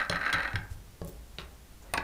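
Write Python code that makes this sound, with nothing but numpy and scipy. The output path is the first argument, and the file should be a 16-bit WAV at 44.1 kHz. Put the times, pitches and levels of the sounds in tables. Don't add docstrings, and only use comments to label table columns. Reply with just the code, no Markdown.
import sys
import numpy as np
from scipy import signal
from scipy.fft import rfft, irfft
from scipy.io import wavfile
from scipy.ndimage import uniform_filter1d

SR = 44100
rng = np.random.default_rng(int(sys.argv[2]) if len(sys.argv) > 2 else 0)


def wav_out(sig):
    wavfile.write(sys.argv[1], SR, np.round(np.clip(np.atleast_2d(sig).T, -1, 1) * 32767).astype(np.int16))


def elevation(decibels):
    levels = np.asarray(decibels, float)
    return 10 ** (levels / 20)


N = 89875


def evened(x):
    return x / np.sqrt(np.mean(x ** 2) + 1e-20)


def read(points, hz):
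    f, value = np.transpose(points)
    return np.interp(np.log(hz + 1), np.log(f + 1), value)


def band(x, hz, width_hz):
    turn = np.exp(2j * np.pi * hz * np.arange(len(x)) / SR)
    r = np.exp(-np.pi * width_hz / SR)
    return 2 * (turn * signal.lfilter([1 - r], [1, -r], x / turn)).real


def ring(modes, spread=0., count=1):
    t = np.arange(SR // 4) / SR
    hz, db, t60 = np.repeat(modes, count, axis=0).T[..., None]
    u = rng.uniform(-1.33, 1, (len(hz), 2, 1))
    decay = elevation(db + 2.5 * u[:, 1] - 60 * t / t60)
    tones = decay * np.sin(2 * np.pi * hz * (1 + spread * u[:, 0]) * t)
    soft_start = 1 - np.exp(-(t / 0.00035) ** 2)
    return tones.sum(0) / 2 / np.sqrt(count) * soft_start


def train(rows, scuff_s):
    out = np.zeros(N)
    for (s, db), u in zip(rows, rng.random((len(rows), 2, 5))):
        delays = np.append(0, u[0] * scuff_s * SR).astype(int)
        at = np.minimum(round(s * SR) + delays, N - 1)
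        np.add.at(out, at, elevation(db) * np.append(1, 0.86 * (2 * u[1] - 1)))
    return out


def crack(rows, hz, width_hz, t60):
    out, t = np.zeros(N + SR), np.arange(4000) / SR
    for s, db in rows:
        noise = band(band(rng.standard_normal(len(t)), hz, width_hz), hz, width_hz)
        out[round(s * SR):][:len(t)] += elevation(db - 60 * t / t60) * evened(noise)
    return out[:N]


def struck(low, high, board, nut, spread, count=3):
    places = 4
    place = rng.integers(0, places, N // 128 + 1).repeat(128)[:N]
    out = np.zeros(N)
    for k in range(places):
        out += signal.oaconvolve(low * (place == k), ring(board, spread, count=count))[:N]
        out += signal.oaconvolve(high * (place == k), ring(nut, spread, count=count))[:N]
    return out


# (time [s], level [dB])
SPIN_LEVEL = [(0, -35.5), (0.027, -48.5), (0.058, -41), (.09, -94), (0.118, -65), (.165, -47), (.19, -51),
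              (0.224, -37), (.3, -43.5), (.325, -39), (.335, -33.5), (0.361, -35.5), (.46, -40.5),
              (0.498, -53), (.53, -84), (.6, -109)]
# (time [s], strength [dB], brightness [dB])
THREAD_KNOCKS = [(.001, -27.5, -1.5), (.006, -27.5, -19), (.015, -25, -7), (.026, -33.5, -2),
                 (.037, -44, 4), (.048, -36.5, 1), (0.051, -48.5, -1.5), (0.0966, -25.5, 10.5),
                 (0.105, -34, -3), (0.1133, -31.5, 6), (.117, -39, 7), (0.1246, -23.5, -19),
                 (0.126, -25, -16), (.1305, -33, 4), (0.1343, -40, -20), (0.1441, -28.5, -20),
                 (.152, -35, -14), (0.172, -37, -10), (0.192, -42, 5), (.147, -31, -6), (.157, -27.5, -0.5),
                 (.167, -27, -11), (0.2112, -34, -2), (0.217, -35, -4), (0.2377, -40, -8), (0.293, -29, -7),
                 (.254, -28, -9), (.263, -21.5, -10), (0.277, -29, -6), (0.3, -26.5, -7), (0.3282, -21, 5),
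                 (0.332, -39.5, 10), (.336, -26.5, 9), (0.342, -22.5, -7), (.352, -29.5, -19),
                 (.356, -38, -6), (0.371, -31.5, -29), (0.383, -26.5, -5), (.404, -25.5, -8),
                 (.421, -35.5, 3), (0.4308, -30, 0), (0.4548, -31, -15), (0.4766, -28, -7),
                 (0.484, -33.5, -15), (0.5056, -37.5, -4), (.513, -43, -16), (0.5317, -34, -1.5),
                 (0.5562, -23.5, -0.5), (.558, -29, -8), (0.5627, -35.5, -26), (.582, -55, -15)]
# (frequency [Hz], level [dB], t60 [s])
BOARD_MODES = [(269, -18.5, 0.061), (535, -18.5, 0.061), (817, -17.5, 0.066), (1082, -10.5, 0.014),
               (1320, -8, 0.051), (1465, -8.5, 0.064), (1596, -0.5, 0.049), (1760, -4, 0.037),
               (1856, -6, 0.046), (2020, -18.5, 0.03), (2550, -11, 0.052), (3400, -34, 0.019),
               (3987, -12.5, 0.022), (4260, -48, 0.017)]
# (frequency [Hz], level [dB], t60 [s])
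NUT_MODES = [(3290, -6, 0.014), (4040, -11.5, 0.028), (4000, -45, 0.046), (5470, -13, 0.013),
             (6210, -19.5, 0.015), (6600, -18, 0.009), (9130, -18, 0.017), (9040, -28.5, 0.0065),
             (11100, -43, 0.0024), (14800, -22, 0.0093)]


def spin():
    clicks_per_s, click_spread_db, click_bright_db = 360, 3.3, -11
    t = np.arange(N) / SR
    u, e, g = rng.random(N), rng.exponential(1, N), rng.standard_normal((2, N))
    times, db = np.transpose(SPIN_LEVEL)
    level = elevation(np.interp(t, times, db)) * (t < times[-1])
    strength = np.sign(g[0]) * elevation(click_spread_db * (np.minimum(e, 3) - 2))
    clicks = 3 * level * (u < clicks_per_s / SR) * strength
    bright_knocks = [(s, db + bright) for s, db, bright in THREAD_KNOCKS]
    low = clicks + train([row[:2] for row in THREAD_KNOCKS], 0.002937)
    high = clicks * elevation(click_bright_db + g[1]) + train(bright_knocks, .003)
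    rough = crack(np.add(bright_knocks, [0, -22]), 3800, 6500, 0.02)
    return struck(low, high, BOARD_MODES, NUT_MODES, 0.033) + rough


# (frequency [Hz], level per Hz [dB])
HISS_SPECTRUM = [(15, -13), (28, -7.5), (70, -19.5), (130, -20), (230, -25.5), (600, -32), (1500, -37),
                 (15500, -44.5)]


def floor():
    hz = np.fft.rfftfreq(N + 1, 1 / SR)
    hiss = irfft(rfft(rng.standard_normal(N + 1)) * elevation(read(HISS_SPECTRUM, hz)), N + 1)[:N]
    rumble_hz, rumble_width_hz = 53.6, 11
    rumble = band(rng.standard_normal(N), rumble_hz, rumble_width_hz)
    return elevation(-53) * evened(hiss) + elevation(-52) * evened(band(rumble, rumble_hz, 30))


# (frequency [Hz], t60 [s])
ROOM_DECAY = [(150, 0.59), (400, 0.5), (900, 0.63), (1700, 0.37), (2800, 0.23), (7000, 0.12)]


def room(x):
    delay_s, shift_hz = 0.0086, 9
    out, at = np.zeros(N), np.arange(0, SR - 20, 20)
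    for k in range(3):
        taps = np.zeros(SR)
        taps[at + rng.integers(0, 20, len(at))] = rng.choice([-1., 1.], len(at))
        hz, t, z = signal.stft(taps * (np.arange(SR) > delay_s * SR), SR, nperseg=256)
        tail = signal.istft(z * elevation(-60 * t / read(ROOM_DECAY, hz)[:, None]), SR, nperseg=256)[1]
        share = np.sqrt(2 / 3) * np.cos(2 * np.pi * (shift_hz * np.arange(N) / SR + k / 3))
        out += signal.fftconvolve(x * share, tail / np.linalg.norm(tail))[:N]
    return elevation(-10.5) * out


# (time [s], strength [dB], frequency [Hz], t60 [s])
WOOD_NOTES = [(.0985, -36.5, 634, 0.037), (.102, -24, 610, 0.028), (.1, -31.5, 1210, 0.017),
              (1.9365, -21, 693, 0.028), (1.937, -36, 400, 0.052), (1.942, -25, 1126, 0.063),
              (1.9525, -30.5, 1056, 0.032), (1.956, -31, 938, 0.08), (1.978, -28, 273, 0.039),
              (1.987, -43, 1170, .04), (2.0, -33.5, 290, 0.029), (.5495, -28, 92, 0.07),
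              (1.939, -23.5, 2050, 0.023), (1.98, -32, 2000, 0.018)]


def thuds():
    out, t = np.zeros(N + SR), np.arange(SR // 8) / SR
    soft_start = 1 - np.exp(-t / 0.00041)
    for s, db, hz, t60 in WOOD_NOTES:
        note = elevation(db - 60 * t / t60) * np.sin(2 * np.pi * hz * t)
        out[round(s * SR):][:len(t)] += note * soft_start
    return out[:N]


# (time [s], strength [dB], upper-mode level [dB], contact time [s])
TABLE_BUMPS = [
    (0.099, -36.5, 9, 0.0014),
    (0.341, -35.5, 1.5, 0.0018),
    (0.5398, -28.5, -3, 0.0028),
    (0.71, -27, -6, 0.0097),
    (1.0163, -38, 8, 0.0004),
    (1.046, -63, -1, 0.0014),
    (1.082, -45, 7.5, 0.0015),
    (1.386, -53.5, 16.5, 0.00043),
    (1.936, -39, 1.5, 0.00065),
    (1.974, -48, 11.5, 0.00066),
]
# (frequency [Hz], level [dB], t60 [s])
THUMP_MODES = [(84, -19, 0.077), (105, 2, 0.072)]
# (frequency [Hz], level [dB], t60 [s])
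TABLE_MODES = [(172.4, -3, 0.13), (275, -7, 0.056), (377, -10, 0.089), (433, -3.5, 0.045),
               (561, -9.5, 0.09), (790, -19, 0.061), (1080, -15, 0.073), (1700, -7.5, 0.02)]


def bumps():
    out, thump = np.zeros(N + SR), ring(THUMP_MODES)
    for s, db, upper_db, contact_s in TABLE_BUMPS:
        push = np.hanning(max(round(contact_s * SR), 3) + 2)
        response = thump + elevation(upper_db) * ring(TABLE_MODES, 0.017)
        sound = elevation(db) * signal.fftconvolve(response, 2 * push / push.sum())
        out[round(s * SR):][:len(sound)] += sound
    return out[:N]


# (time [s], strength [dB], centre [Hz])
SKIN_TICKS = [(1.0478, -36.5, 10600), (1.0746, -43, 13500), (1.076, -45, 7400), (1.081, -44, 12000),
              (1.0812, -48, 6440), (1.085, -52, 7500), (1.088, -48, 8950), (1.0905, -48, 10000),
              (1.093, -50, 15100), (1.095, -47, 7500), (1.017, -40, 4500)]
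BRUSH_STARTS = [.7, 1.04, 1.885, 1.8, 1.82, 1.07, 1.07]
# (length [s], level [dB], centre [Hz], width [Hz])
SKIN_BRUSHES = [
    (0.056, -57, 7000, 10000),
    (0.16, -63.5, 9800, 8300),
    (0.038, -60, 1950, 40),
    (0.19, -59.5, 370, 2200),
    (0.025, -61, 6800, 2600),
    (.035, -59, 6700, 12000),
    (.04, -57, 15300, 900),
]


def skin():
    out, t = np.zeros(N + SR), np.arange(300) / SR
    for s, db, hz in SKIN_TICKS:
        tick = band(band(rng.standard_normal(len(t)), hz, .4 * hz), hz, .4 * hz)
        out[round(s * SR):][:len(t)] += elevation(db - 60 * t / .006) * evened(tick)
    for s, (length_s, db, hz, width_hz) in zip(BRUSH_STARTS, SKIN_BRUSHES):
        grit = rng.standard_normal((SR // 4, 2))[:round(length_s * SR)]
        grains = grit[:, 0] * elevation(3.7 * evened(uniform_filter1d(grit[:, 1], 60)))
        swell = np.sin(np.pi * np.linspace(0, 1, len(grit)) ** 0.81)
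        sound = evened(band(band(grains, hz, width_hz), hz, width_hz)) * swell
        out[round(s * SR):][:len(sound)] += elevation(db) * sound
    return out[:N]


# (time [s], strength [dB])
PICK_CLINKS = [
    (1.3847, -19),
    (1.3868, -36),
    (1.397, -43),
    (1.405, -43),
    (1.417, -34),
]
# (frequency [Hz], level [dB], t60 [s])
PILE_MODES = [(530, -15.5, 0.036), (910, -33, 0.014), (1374, 2.5, 0.011), (2730, 6.5, 0.0067),
              (2830, -1.5, 0.021), (3510, -2.5, 0.011), (3780, 9.5, 0.011), (4100, 0, 0.0084),
              (4840, -15, 0.0066), (4960, 3, .005)]


def pick():
    clink = train(np.subtract(PICK_CLINKS, [0, 3]), 0)
    rough = crack(np.add(PICK_CLINKS, [0, -18]), 2600, 3200, 0.0091)
    rustle = crack([(1.39, -43)], 1530, 3300, 0.18)
    upper_modes = [(5850, -1, 0.0056), (6660, -33, .005)]  # Hz, dB, t60 s
    return struck(clink, clink, PILE_MODES, upper_modes, 0.015, count=1) + rough + rustle


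# (time [s], strength [dB], brightness [dB])
DROP_BLOWS = [(1.937, -30, 13), (1.939, -36, 4.5), (1.9405, -27.5, 4), (1.945, -24, -6), (1.952, -36, -8),
              (1.973, -35, 0), (1.9755, -30.5, 10.5), (1.978, -24, 3.5), (1.981, -27.5, -4),
              (1.982, -46, 10), (1.984, -30, -11), (1.989, -44, -12), (2.002, -50, -15), (2.013, -53, -15),
              (2.022, -50, -16)]
# (frequency [Hz], level [dB], t60 [s])
NEXT_BOARD_MODES = [(281, -16.5, 0.071), (560, -14.5, 0.022), (767, -5.5, 0.019), (929, -4, 0.045),
                    (1110, -6.5, .03), (1320, -4, 0.034), (1523, -4, .025), (1690, 0, 0.017),
                    (2000, -7, 0.021), (2420, -4, .02)]
# (frequency [Hz], level [dB], t60 [s])
NEXT_NUT_MODES = [(2060, -11.5, 0.017), (2630, -4, 0.016), (3270, -11, 0.011), (3730, -14, 0.021),
                  (4470, -10.5, .012), (4630, -12, 0.0083), (4950, -9, 0.012), (6800, -19, 0.011)]
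# (time [s], strength [dB])
BOLT_TIP_BLOWS = [
    (1.937, -20),
    (1.9385, -40),
    (1.977, -49),
    (1.981, -36),
]
# (frequency [Hz], level [dB], t60 [s])
BOLT_TIP_MODES = [(8900, 1.5, 0.0079), (10500, -13, .005), (12300, -11, 0.0044), (14300, -4, .005)]


def drop():
    bright_blows = [(s, db + bright) for s, db, bright in DROP_BLOWS]
    rough = crack(np.add(bright_blows, [0, -13]), 3200, 3800, 0.013)
    tip = signal.oaconvolve(train(BOLT_TIP_BLOWS, 0.0011), ring(BOLT_TIP_MODES, .02, count=2))[:N]
    low = train([row[:2] for row in DROP_BLOWS], 0.0021)
    high = train(bright_blows, .002)
    return struck(low, high, NEXT_BOARD_MODES, NEXT_NUT_MODES, 0.029, count=2) + rough + tip


def scene():
    near = spin() + thuds() + bumps() + skin() + pick() + drop()
    return (near + room(near) + floor())[None]


def band_limit(x):
    return signal.sosfilt(signal.butter(12, 16480, fs=SR, output="sos"), x)


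def record(dry):
    low_pass = signal.firwin(301, 15600, window=("kaiser", 2), fs=SR)
    mix = signal.oaconvolve(dry, low_pass[None], "same")
    return band_limit(mix)


dry = scene()
out = record(dry)
wav_out(out)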